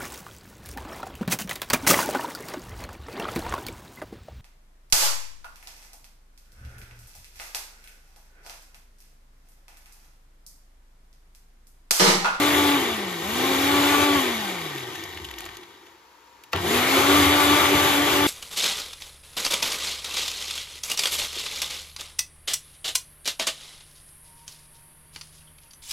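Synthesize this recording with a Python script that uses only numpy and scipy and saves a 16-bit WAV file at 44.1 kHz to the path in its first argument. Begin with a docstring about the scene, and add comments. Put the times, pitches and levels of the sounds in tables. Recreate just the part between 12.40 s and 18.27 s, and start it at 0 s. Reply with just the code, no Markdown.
"""A small blender on a kitchen counter churns a thick drink, close to a phone that hears in stereo.
The motor coasts, picks up at 0.8 s and winds down from 1.8 s with the coupling rattling, then rests.
Near 4.1 s the cup scrapes down, the switch clacks and the motor kicks in and churns to the end.
Shaft orders are sine sums, the churning is filtered noise and ticks, knocks and clack are short rings;
low room noise with a faint hum lies beneath."""
import sys
import numpy as np
from scipy import signal
from scipy.fft import rfft, irfft, next_fast_len
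from scipy.io import wavfile
from scipy.ndimage import uniform_filter1d

SR = 44100
rng = np.random.default_rng(int(sys.argv[2]) if len(sys.argv) > 2 else 0)


def inscribe(sig):
    """Save sig as 16-bit PCM at rate SR to the path in sys.argv[1].

    A 1-D sig is mono; a 2-D sig holds one channel per row.
    Samples are clipped to [-1, 1] before scaling.
    """
    pcm = np.round(np.clip(np.atleast_2d(sig).T, -1, 1) * 32767)
    wavfile.write(sys.argv[1], SR, pcm.astype(np.int16))


N = 258867


def gain_of(db):
    """Amplitude factor of a level in dB."""
    return 10 ** (np.asarray(db) / 20)


def evened(x):
    """Scale to rms 1."""
    return x / np.sqrt(np.mean(abs(x) ** 2) + 1e-20)


def read(points, hz):
    """Interpolate a (frequency, value) table along log frequency."""
    f, value = np.transpose(points)
    return np.interp(np.log(hz + 1), np.log(f + 1), value)


def peaks_db(table, hz):
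    """Resonance curves in dB, one per (centre, width, height) row."""
    return [db / (1 + (2 * (hz - f) / w) ** 2) for f, w, db in table]


def add(mix, s, sound):
    """Mix a sound in at a time in seconds."""
    part = mix[round(s * SR):][:len(sound)]
    part += sound[:len(part)]


def drift(count, size):
    """Smoothed noise of rms 1; size is the smoothing length in steps."""
    smooth = uniform_filter1d(rng.standard_normal(count), size)
    return evened(uniform_filter1d(smooth, size))


# Shaft, one table a spin: (time [s], speed [turns/s], order 1 rms [dB], order 4 before slack [dB])
SHAFT_SPINS = [
    [(0.0, 290, -22.5, -32), (0.05, 292.2, -25.5, -32), (0.36, 285, -22, -35), (0.42, 251.4, -36, -52),
     (0.68, 185.6, -37.5, -48), (0.812, 160.7, -43, -60), (0.85, 189, -39, -36), (0.9, 217, -35, -42),
     (0.95, 239, -36, -57), (1.04, 264.4, -31, -36), (1.23, 277.3, -27.5, -41), (1.27, 282.2, -24, -57),
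     (1.3, 285.5, -25.5, -29), (1.39, 285.5, -23, -29), (1.43, 281.6, -24, -42), (1.54, 291.8, -25, -25.5),
     (1.62, 291.4, -24.5, -34), (1.76, 284.2, -22.5, -27), (1.85, 250.7, -34, -38), (1.96, 223.7, -34, -55),
     (2.02, 208.2, -37, -37.5), (2.27, 153, -43.5, -64), (2.44, 124.4, -45, -66), (2.54, 108, -57, -66),
     (2.64, 92, -60, -64), (2.69, 85, -47, -60), (2.93, 60.1, -50, -64), (3.08, 47, -58, -63),
     (3.22, 36, -68, -70)],
    [(4.2, 148.7, -45, -57), (4.228, 171.1, -35, -42), (4.27, 203, -42, -39), (4.29, 217, -36, -42),
     (4.34, 241, -28.5, -48), (4.4, 244.9, -31, -43), (4.492, 266.4, -34, -44), (4.552, 272.2, -22, -33),
     (4.594, 270.2, -34, -39), (4.72, 285.5, -20, -26.5), (4.766, 292.1, -20.5, -27.5),
     (4.854, 282, -22.5, -29), (4.948, 293.5, -23.5, -35), (5.022, 288.5, -29, -25),
     (5.068, 287.7, -23.5, -31), (5.138, 291.1, -21, -22), (5.2, 292.8, -38, -27),
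     (5.324, 288.7, -22.5, -36), (5.442, 293.4, -33, -28), (5.572, 285, -25.5, -47),
     (5.608, 290.1, -23.5, -29), (5.692, 296, -32.5, -45), (5.79, 286.6, -26.5, -34),
     (5.856, 289.3, -23, -31), (5.87, 290, -28, -43)],
]
# Orders 2 and 3 at working speed: (multiple of shaft speed, level [dB])
MIDDLE_ORDERS = [(2, -36.5), (3, -33.5)]
# Weak orders: (multiple of shaft speed, level against half the summed orders 2-4 [dB])
WEAK_ORDERS = [(4 / 3, -8), (5, -9), (6, -13), (7, -11.5), (8, -13), (12, -10), (13, -14)]
WAVER_DB, WAVER_S = 2.0, 0.068  # orders 2 and 3 come and go
WORKING_HZ = 283.3  # shaft turns per second
SLACK_DB, SLACK_SPAN_HZ, SLACK_DB_PER_HZ = -8, 25, -0.0695  # upper orders below working speed
CRAWL_HZ, CRAWL_DB_PER_HZ = 150, -.35  # below this speed all but order 1 fade further
CUP_HZ, CUP_WIDTH_HZ, CUP_LEND_DB = 349, 26, 11  # cup's note, lifting an order that sweeps through


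def shaft():
    """The spinning shaft: turns made so far, and sines at multiples of its speed."""
    turns, whine = np.zeros((2, N))
    for rows in SHAFT_SPINS:
        s, *columns = np.transpose(rows)
        t = np.arange(s[0], s[-1], 1 / SR)
        hz, first_db, blade_db = (np.interp(t, s, c) for c in columns)
        # the speed wanders slightly at random
        wander = 0.00519 * drift(len(t), size=400) + 0.00399 * drift(len(t), size=1800)
        spun = np.cumsum(hz * (1 + wander)) / SR

        short_hz = np.maximum(WORKING_HZ - hz, 0)
        slack_db = SLACK_DB * np.minimum(short_hz / SLACK_SPAN_HZ, 1) + SLACK_DB_PER_HZ * short_hz
        crawl_db = CRAWL_DB_PER_HZ * np.maximum(CRAWL_HZ - hz, 0)

        orders = []
        for k, db in MIDDLE_ORDERS:
            cup_db = peaks_db([(CUP_HZ, CUP_WIDTH_HZ, CUP_LEND_DB)], k * hz)[0]
            waver_db = WAVER_DB * drift(len(t), size=round(WAVER_S * SR))
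            orders.append((k, gain_of(db + slack_db + crawl_db + cup_db + waver_db)))
        blade_waver_db = 2.5 * drift(len(t), size=350)
        orders.append((4, gain_of(blade_db + 0.09 * slack_db + crawl_db + blade_waver_db)))
        upper = sum(size for k, size in orders) / 2
        orders.append((1, gain_of(first_db)))
        for k, db in WEAK_ORDERS:
            orders.append((k, upper * gain_of(db + 3.1 * drift(len(t), size=500))))

        tone = sum(size * np.sin(2 * np.pi * (k * spun + rng.random())) for k, size in orders)
        # 50 ms fades where each spin starts and stops, but none at the very start and end of the sound
        since_start = t - s[0] + (s[0] < .01)
        until_end = s[-1] - t + (s[-1] > 5.8)
        ends = np.minimum(1, np.minimum(since_start, until_end) / .05)
        add(turns, s[0], spun)
        add(whine, s[0], np.sqrt(2) * tone * ends)
    return turns, whine


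# Motor current: (on [s], off [s])
POWER = [(-1, .36), (.8, 1.77), (4.131, 7)]
BRUSH_DB, BRUSH_S = 3, 0.13  # extra hiss under current, and its ramp


def powered(t):
    """1 while current flows, 0 while the motor coasts, with ramps just outside each spell."""
    return sum(np.clip(np.minimum(t - on, off - t) / BRUSH_S + 1, 0, 1) for on, off in POWER)


# Churning through base and cup: (frequency [Hz], spectrum level [dB per Hz])
COLOUR = [(30, -36), (60, -18), (80, -3.5), (140, -6.5), (240, -7.5), (500, -3.5), (650, -5), (1450, -3.5),
          (2700, -5.5), (4300, -7.5), (5700, -12), (7000, -12), (8000, -9), (9500, -12), (10400, -12),
          (12800, -12), (14000, -17), (15500, -33)]
# Housing resonances: (centre [Hz], width [Hz], height [dB])
HOUSING = [(87.4, 14.4, 8), (143, 17, 2.5), (191, 15, 2.5), (233, 24, -3), (351.4, 139, 9), (385, 31, 3.5),
           (766, 304, 6.5), (1150, 240, 5.5), (2073, 580, 5), (2316, 164, 4), (2960, 510, 4.5),
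           (3470, 376, 6), (3816, 67, 5), (5490, 200, -3.5), (6530, 1160, 3)]


def body_db(hz):
    """Churning colour plus the resonant peaks of the housing."""
    return read(COLOUR, hz) + sum(peaks_db(HOUSING, hz))


# Churning, one table a spin: (time [s], relative level [dB], counter rumble against it [dB])
CHURN = [
    [(0.0, -27.5, -26.5), (0.02, -26, -14), (0.2, -26, -15), (0.42, -29, -14.5), (0.77, -38, -20.5),
     (0.87, -34, -10), (1.05, -28.5, -12.5), (1.21, -27.5, -17), (1.35, -26.5, -10), (1.41, -26, -18),
     (1.64, -25.5, -10), (1.67, -28, -19), (1.77, -27, -5), (1.84, -28.5, -25), (2.07, -35, -18),
     (2.1, -32.5, -33), (2.14, -36, -18), (2.47, -41.5, -22), (2.51, -40, -20), (2.81, -46.5, -1),
     (2.98, -49, -24), (3.01, -45.5, -5), (3.45, -60.5, -19), (3.5, -60.5, -9)],
    [(4.19, -36.5, -2), (4.248, -33.5, -3), (4.326, -26.5, -19), (4.36, -25, -11), (4.42, -27, -15),
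     (4.524, -24.5, -14), (4.55, -23, -10), (4.668, -24, -13), (4.744, -22, -16), (4.872, -24.5, -7),
     (5.008, -23, -18), (5.242, -23.5, -13), (5.318, -25.5, -16), (5.36, -24, -10), (5.526, -25, -19),
     (5.614, -27, -10), (5.704, -26.5, -16), (5.738, -24, -10), (5.804, -26.5, -18), (5.87, -26.5, -4)],
]
# Cup boom, one table a spin: (time [s], level [dB])
BOOM = [
    [(0.0, -28), (0.09, -36), (0.16, -28), (0.53, -31.5), (0.54, -53), (0.58, -30.5), (0.88, -41),
     (0.99, -28.5), (1.36, -31.5), (1.63, -28), (1.77, -37), (1.86, -30), (1.94, -39), (2.31, -39.5),
     (2.34, -44.5), (2.5, -38), (2.52, -41.5), (3.5, -56)],
    [(4.16, -38.5), (4.188, -46), (4.244, -32.5), (4.32, -25), (4.42, -32.5), (4.616, -26.5), (4.63, -29),
     (4.764, -30), (5.002, -32.5), (5.202, -31), (5.24, -35), (5.322, -29), (5.378, -33), (5.398, -29.5),
     (5.646, -33.5), (5.674, -30), (5.812, -33), (5.87, -29)],
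]
# Peaks and dips of the calmer churning: (centre [Hz], width [Hz], change per 20 dB of calming [dB])
COASTING = [(405, 81, -4), (478, 80, -2), (596, 73, -13), (2120, 40, -0.5), (1390, 84, -8.5), (1550, 60, 8),
            (1680, 104, -11), (1843, 105, 10), (2250, 56, 2.5), (2540, 180, -6), (3500, 300, 1.5),
            (3830, 81, 5), (159.86, 64.7, 0), (930, 140, 2.5), (5200, 1350, 3.5), (6740, 1400, 1.5),
            (11600, 2400, 1)]
STILL_S, STILL_DB, STILL_RUMBLE_DB = 3.65, -78, -14  # the drink has settled
JOLT_S, JOLT_DB, JOLT_RUMBLE_DB = 4.15, -30.5, 0  # the motor kicks against the resting drink
JOLT_SPAN_S, JOLT_DULL_DB, JOLT_BODY_DB = 0.06, -20, 4.5  # little hiss, and a shaken base
RUMBLE_IN_COLOUR_DB, BOOM_IN_COLOUR_DB = -15, -8  # shares already held by the colour and housing
PUFF = 0.18  # depth of the once-a-turn throb at working speed
FAN_HZ, FAN_TICKS = 4800, 0.44  # crossover to smooth fan hiss, and its share of ticks
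CUP_STANDOUT_DB = 4  # cup's note over calm churning
PATCHY_DB, HISS_WAVER_DB = 1.2, 0.9


def churn(turns):
    """The blade beats the drink: rasp throbbing once a turn, with ticks, through base and cup.
    Three independent strands: one common to both channels, and one for each channel alone."""
    still = [(s, STILL_DB, STILL_RUMBLE_DB) for s in (STILL_S, JOLT_S - JOLT_SPAN_S)]
    jolt = [(JOLT_S, JOLT_DB, JOLT_RUMBLE_DB)]
    s, level_db, rumble_db = np.transpose(CHURN[0] + still + jolt + CHURN[1])
    seconds = np.arange(N) / SR
    calm = np.clip((-32.5 - np.interp(seconds, s, level_db)) / 12, 0, 1)
    at_speed = np.clip((np.gradient(turns) * SR - WORKING_HZ) / SLACK_SPAN_HZ + 1, 0, 1)

    # source: about 300 ticks a second over noise
    struck = rng.random((3, N)) < 300 / SR
    ticks = 3.7 * np.minimum(rng.exponential(1, (3, N)), 2.5) * struck
    ticks -= ticks.mean()
    puffs = 1 + PUFF * at_speed * np.cos(2 * np.pi * turns)
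    # unloaded, the coupling chatters in bursts
    burst_db = 1.9 * np.minimum(rng.exponential(1, N // 120 + 1), 3) - 2
    loose = np.repeat(gain_of(burst_db), 120)[:N]
    rattle = 1 + calm * (uniform_filter1d(loose, 80) - 1)
    rush = rng.standard_normal((3, N)) * rattle
    rasp = evened((rush + ticks) * puffs)
    fan = evened(rush + FAN_TICKS * ticks)

    # base and cup, evened by their 1300-4500 Hz power
    size = next_fast_len(N, True)
    fine = np.fft.rfftfreq(size, 1 / SR)
    body = gain_of(body_db(fine))
    middle = (fine > 1300) & (fine < 4500)
    body /= np.sqrt(np.sum(body[middle] ** 2) / len(fine))
    high = 1 - 1 / (1 + (fine / FAN_HZ) ** 6)
    blend = rfft(rasp, size) * (1 - high) + rfft(fan, size) * high
    coloured = irfft(blend * body, size)[:, :N]

    # levels over time and frequency
    hz, t, z = signal.stft(coloured, SR, nperseg=1024, noverlap=768)
    churn_db = np.interp(t, s, level_db)
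    rumble = np.interp(t, s, rumble_db) - RUMBLE_IN_COLOUR_DB
    boom_db = np.interp(t, *np.transpose(BOOM[0] + BOOM[1]))
    boom = np.clip(boom_db - churn_db - BOOM_IN_COLOUR_DB, -12, 12)
    hiss = JOLT_DULL_DB * np.clip(1 - abs(t - JOLT_S) / JOLT_SPAN_S, 0, 1)
    hiss += BRUSH_DB * (powered(t) - 1) + HISS_WAVER_DB * drift(len(t), size=8)
    shake = JOLT_BODY_DB * np.clip(1 - abs(t - JOLT_S - JOLT_SPAN_S) / (2 * JOLT_SPAN_S), 0, 1)
    coasting = np.clip((-23.5 - churn_db) / 20, 0, 1)
    field = churn_db + np.outer(1 / (1 + (hz / 150) ** 4), rumble)
    field += np.outer(1 / (1 + ((hz - 370) / 70) ** 2), boom)
    field += np.outer(1 / (1 + (6000 / (hz + 1)) ** 3), hiss)
    field += np.outer(1 / (1 + (hz / 1100) ** 4), shake)
    field += np.outer(sum(peaks_db(COASTING, hz)), coasting)
    patches = uniform_filter1d(rng.standard_normal(field.shape), 10, 0)
    patches = evened(uniform_filter1d(patches, 12, 1))
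    surges = drift(len(t), size=3)  # the level wavers slightly in all bands
    z = z * gain_of(field + PATCHY_DB * patches + 0.27 * surges + 1.5)
    out = signal.istft(z, SR, nperseg=1024, noverlap=768)[1][:, :N]

    note = signal.lfilter(*signal.iirpeak(CUP_HZ, CUP_HZ / CUP_WIDTH_HZ, fs=SR), out)
    standout = np.clip(calm + 0.33 * (1 - at_speed), 0, 1)
    # silent from settling until the switch, then a 20 ms rise
    on_s = POWER[-1][0]
    since_on = seconds - on_s
    gate = np.where(since_on < STILL_S - on_s, 1, np.clip(since_on / .02, 0, 1))
    return gate * (out + (gain_of(CUP_STANDOUT_DB) - 1) * standout * note)


# Loose coupling: (time [s], peak [dB], treble before -1 dB [dB], swell time [s], ring [Hz])
KNOCKS = [(2.3301, -35, 0, .002, 1904), (2.3785, -22, -3, 0.0021, 2100), (2.3975, -33, 12, 0.00097, 7000),
          (2.4037, -24, -1, .003, 1950), (2.4493, -33, 3, .0015, 2000), (2.5020, -32, 4, .002, 3500),
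          (2.5534, -24, 0, 0.0031, 1900), (2.637, -24.5, 12, .0015, 6000), (2.7242, -31, -4, 0.0031, 3485),
          (2.7465, -35, 12, .001, 7000), (2.7705, -25, -9, 0.0032, 2000), (2.8445, -24, -2, 0.0017, 3400),
          (2.8489, -23, 4, .002, 3000), (2.8863, -26.5, -12, .0015, 3500), (2.9116, -25, -1, 0.001, 1900),
          (2.9382, -29, -8, .0015, 3600), (2.9826, -25, -8, 0.0012, 2980), (2.9858, -22.5, 15, .001, 5500),
          (2.994, -36, -4, .001, 3900), (3.0055, -24, 10, .0012, 2000), (3.0415, -30, -2, .001, 3300),
          (3.0538, -29, 13, .001, 7000), (3.0613, -25, -4, .0018, 1100), (3.0884, -29, -5, .002, 1900),
          (3.152, -37, 5, .001, 3500), (3.1687, -28, 7, .0015, 6000), (3.2324, -34.5, -2, .002, 3000),
          (3.4645, -39.5, -2, .003, 3000), (4.0362, -35.5, 11, 0.0021, 2960),
          (4.1608, -17.5, 4, 0.00099, 3000), (4.1725, -23, -6, .001, 3600)]
# Cup scraping down onto the switch: (time [s], peak [dB], treble before -1 dB [dB], swell time [s], ring [Hz])
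PRESS = [(4.118, -36, 0, .004, 6500), (4.124, -31, 10, .004, 2000)]
KNOCK_RING, KNOCK_Q = 0.62, 3.9  # ring of the struck part of the housing


def knocks():
    """Coupling knocks and cup scrapes: short flurries of ticks, coloured and rung by the housing."""
    out, t = np.zeros(N), np.arange(2048) / SR
    hz = np.fft.rfftfreq(2048, 1 / SR)
    for s, db, treble_db, swell_s, ring_hz in KNOCKS + PRESS:
        ticks = rng.standard_normal(2048) * gain_of(3.3 * rng.standard_normal(2048))
        ticks *= t * np.exp(-t / np.clip(swell_s, .0003, .008))
        shape = body_db(hz) + (treble_db - 1.0) / (1 + (4200 / (hz + 1)) ** 4)
        shape -= 22 / (1 + (hz / 1300) ** 3) + 20 / (1 + (hz / 500) ** 4)
        ring = signal.lfilter(*signal.iirpeak(ring_hz, KNOCK_Q, fs=SR), ticks)
        knock = evened(irfft(rfft(ticks) * gain_of(shape))) + KNOCK_RING * evened(ring)
        add(out, s, gain_of(db) * knock / abs(knock).max())
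    return out


# Plastic base: (frequency [Hz], level [dB], t60 [s])
CLACK_MODES = [(495, -3.5, 0.11), (680, -4, 0.07), (900, -5, 0.067), (1154, 2, 0.056), (1373, 1.5, 0.066),
               (1824, -4, .06), (1943, -4, .06), (2385, -7, .04), (2840, 1, 0.034), (3140, 5.5, 0.022),
               (3700, -4, 0.048), (4310, -10, .03), (6500, -26, 0.028)]
CLACK_S, CLACK_RING_PEAK_DB, CRACK_T60_S = 4.1311, -13, 0.034
CLACK_RISE_TURNS = 1.6  # cycles a mode needs to build up


def clack():
    """The switch snaps: a crack of noise and the short modal ring of the plastic base."""
    t, out = np.arange(6000) / SR, np.zeros(N)
    ring = np.zeros(len(t))
    for hz, db, t60_s in CLACK_MODES:
        rise = np.minimum(1, (hz * t / CLACK_RISE_TURNS) ** 2)
        ring += gain_of(db - 60 * t / t60_s) * rise * np.sin(2 * np.pi * hz * t)
    band = signal.butter(2, [500, 4500], "band", fs=SR)
    dull = signal.lfilter(*band, rng.standard_normal(6000))
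    crack = (dull + 0.11 * rng.standard_normal(6000)) * gain_of(-60 * t / CRACK_T60_S)
    add(out, CLACK_S, gain_of(CLACK_RING_PEAK_DB) * (ring / abs(ring).max() + crack))
    return out


# Kitchen at rest, last two rows replaced by QUIET_TOP: (frequency [Hz], relative level [dB per Hz])
QUIET = [(18, -55), (30, -32), (45, -22), (66, -20), (110, -25), (251, -21), (295, -11), (514, -12.5),
         (591, -20), (727, -16.5), (916, -8), (1300, -13), (7500, -25.5), (9750, -60), (16500, -120)]
QUIET_TOP = [(9000, -31), (12000, -28.5), (15000, -41)]  # same columns
# Faint room tones: (frequency [Hz], level before +6 dB and swell [dB])
HUM = [(953, -64.5), (899, -70), (516, -74), (64.05, -79)]
# Hum swell: (time [s], level [dB])
HUM_SWELL = [(0, -4), (3.7, -2.5), (3.88, 1), (4.1, 0), (5.87, -2)]
QUIET_RMS_DB = -54.5


def kitchen():
    """Steady coloured room noise in the same three strands, with a faint wavering hum in the first."""
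    size = next_fast_len(N, True)
    hz, t = np.fft.rfftfreq(size, 1 / SR), np.arange(N) / SR
    colour = gain_of(read(QUIET[:-2] + QUIET_TOP, hz))
    noise = irfft(rfft(rng.standard_normal((3, size))) * colour, size)[:, :N]
    noise = gain_of(QUIET_RMS_DB) * evened(noise)
    waver = np.cumsum(1 + 0.0063 * drift(N, size=1500)) / SR
    hum = sum(gain_of(db + 6) * np.sin(2 * np.pi * (f * waver + rng.random())) for f, db in HUM)
    noise[0] += hum * gain_of(np.interp(t, *np.transpose(HUM_SWELL)))
    return noise


# Share common to both channels: (frequency [Hz], power share [0-1])
COMMON_SHARE = [(150, .97), (340, .96), (690, .75), (1030, .4), (1550, .55), (2200, .6), (3300, .69),
                (4600, .6), (5200, .36), (6700, .58), (7250, .46), (7750, .73), (8300, .9), (8800, 1),
                (9300, .9), (10000, .64), (12100, .67), (12900, .92), (13500, 1)]
# Stereo phase by frequency: (frequency [Hz], left lead [rad]), in phase at the top
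STEREO_PHASE = [(100, .1), (340, 0), (700, .5), (1100, .4), (1550, -.5), (2070, .1), (2600, 1),
                (3600, 1.35), (4100, .8), (5250, 1.3), (5600, -1.8), (6700, -1), (7250, -1.7), (7750, -2.7),
                (8300, -np.pi), (8900, -np.pi), (10000, -4), (11400, -4.9), (12900, -2 * np.pi)]
# Stereo phase of the shaft tones: (frequency [Hz], left lead [rad])
WHINE_PHASE = [(300, 0.2), (600, 0.8), (900, 1.3), (1150, 1.06), (1500, 0.69), (3500, 1.45)]
# Channel balance: (frequency [Hz], left minus right [dB])
SIDES = [(60, 1.6), (240, .5), (480, 1), (1000, 6.3), (1550, 2.2), (2600, 2), (3300, 3.3), (4300, 1.3),
         (5200, 2), (6700, -1.2), (7300, 1.5), (8800, 0), (15000, 0)]
ROOM_T60_S = 0.15
MONO_HZ = 120  # below this the steady sound is all common


def scene():
    """Stereo mix: a common part with a phase set by frequency, and an unlike blur in each channel."""
    turns, whine = shaft()
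    size = next_fast_len(N + SR, True)
    hz, t = np.fft.rfftfreq(size, 1 / SR), np.arange(SR // 2) / SR
    walls = rng.standard_normal((2, len(t))) * gain_of(-60 * t / ROOM_T60_S) * (t > .003)
    walls = rfft(walls / np.linalg.norm(walls, axis=1, keepdims=True), size)
    share = np.where(hz < MONO_HZ, 1, np.clip(read(COMMON_SHARE, hz), 0, 1))
    side = np.array([[.5], [-.5]])  # left, right
    turned = np.exp(1j * (side - .5) * read(STEREO_PHASE, hz))
    steady = rfft(churn(turns) + kitchen(), size)
    blows = rfft(knocks() + clack(), size)
    common = (np.sqrt(share) * steady[0] + blows) * turned
    common += rfft(whine, size) * np.exp(1j * side * read(WHINE_PHASE, hz))
    blur = np.sqrt(1 - share) * (steady[1:] + gain_of(-7.5) * blows * walls)
    return irfft((common + blur) * gain_of(side * read(SIDES, hz)), size)[:, :N]


CEILING, EDGE_HZ = .9, 15750  # peak limit as a share of full scale, and band edge


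def record(dry):
    """The phone's input rounds off peaks (tanh) and a linear-phase low-pass limits the band."""
    soft = CEILING * np.tanh(dry / CEILING)
    lowpass = signal.firwin(511, EDGE_HZ, window=("kaiser", 10), fs=SR)
    return signal.oaconvolve(soft, lowpass[None], "same")


dry = scene()
out = record(dry)
inscribe(out)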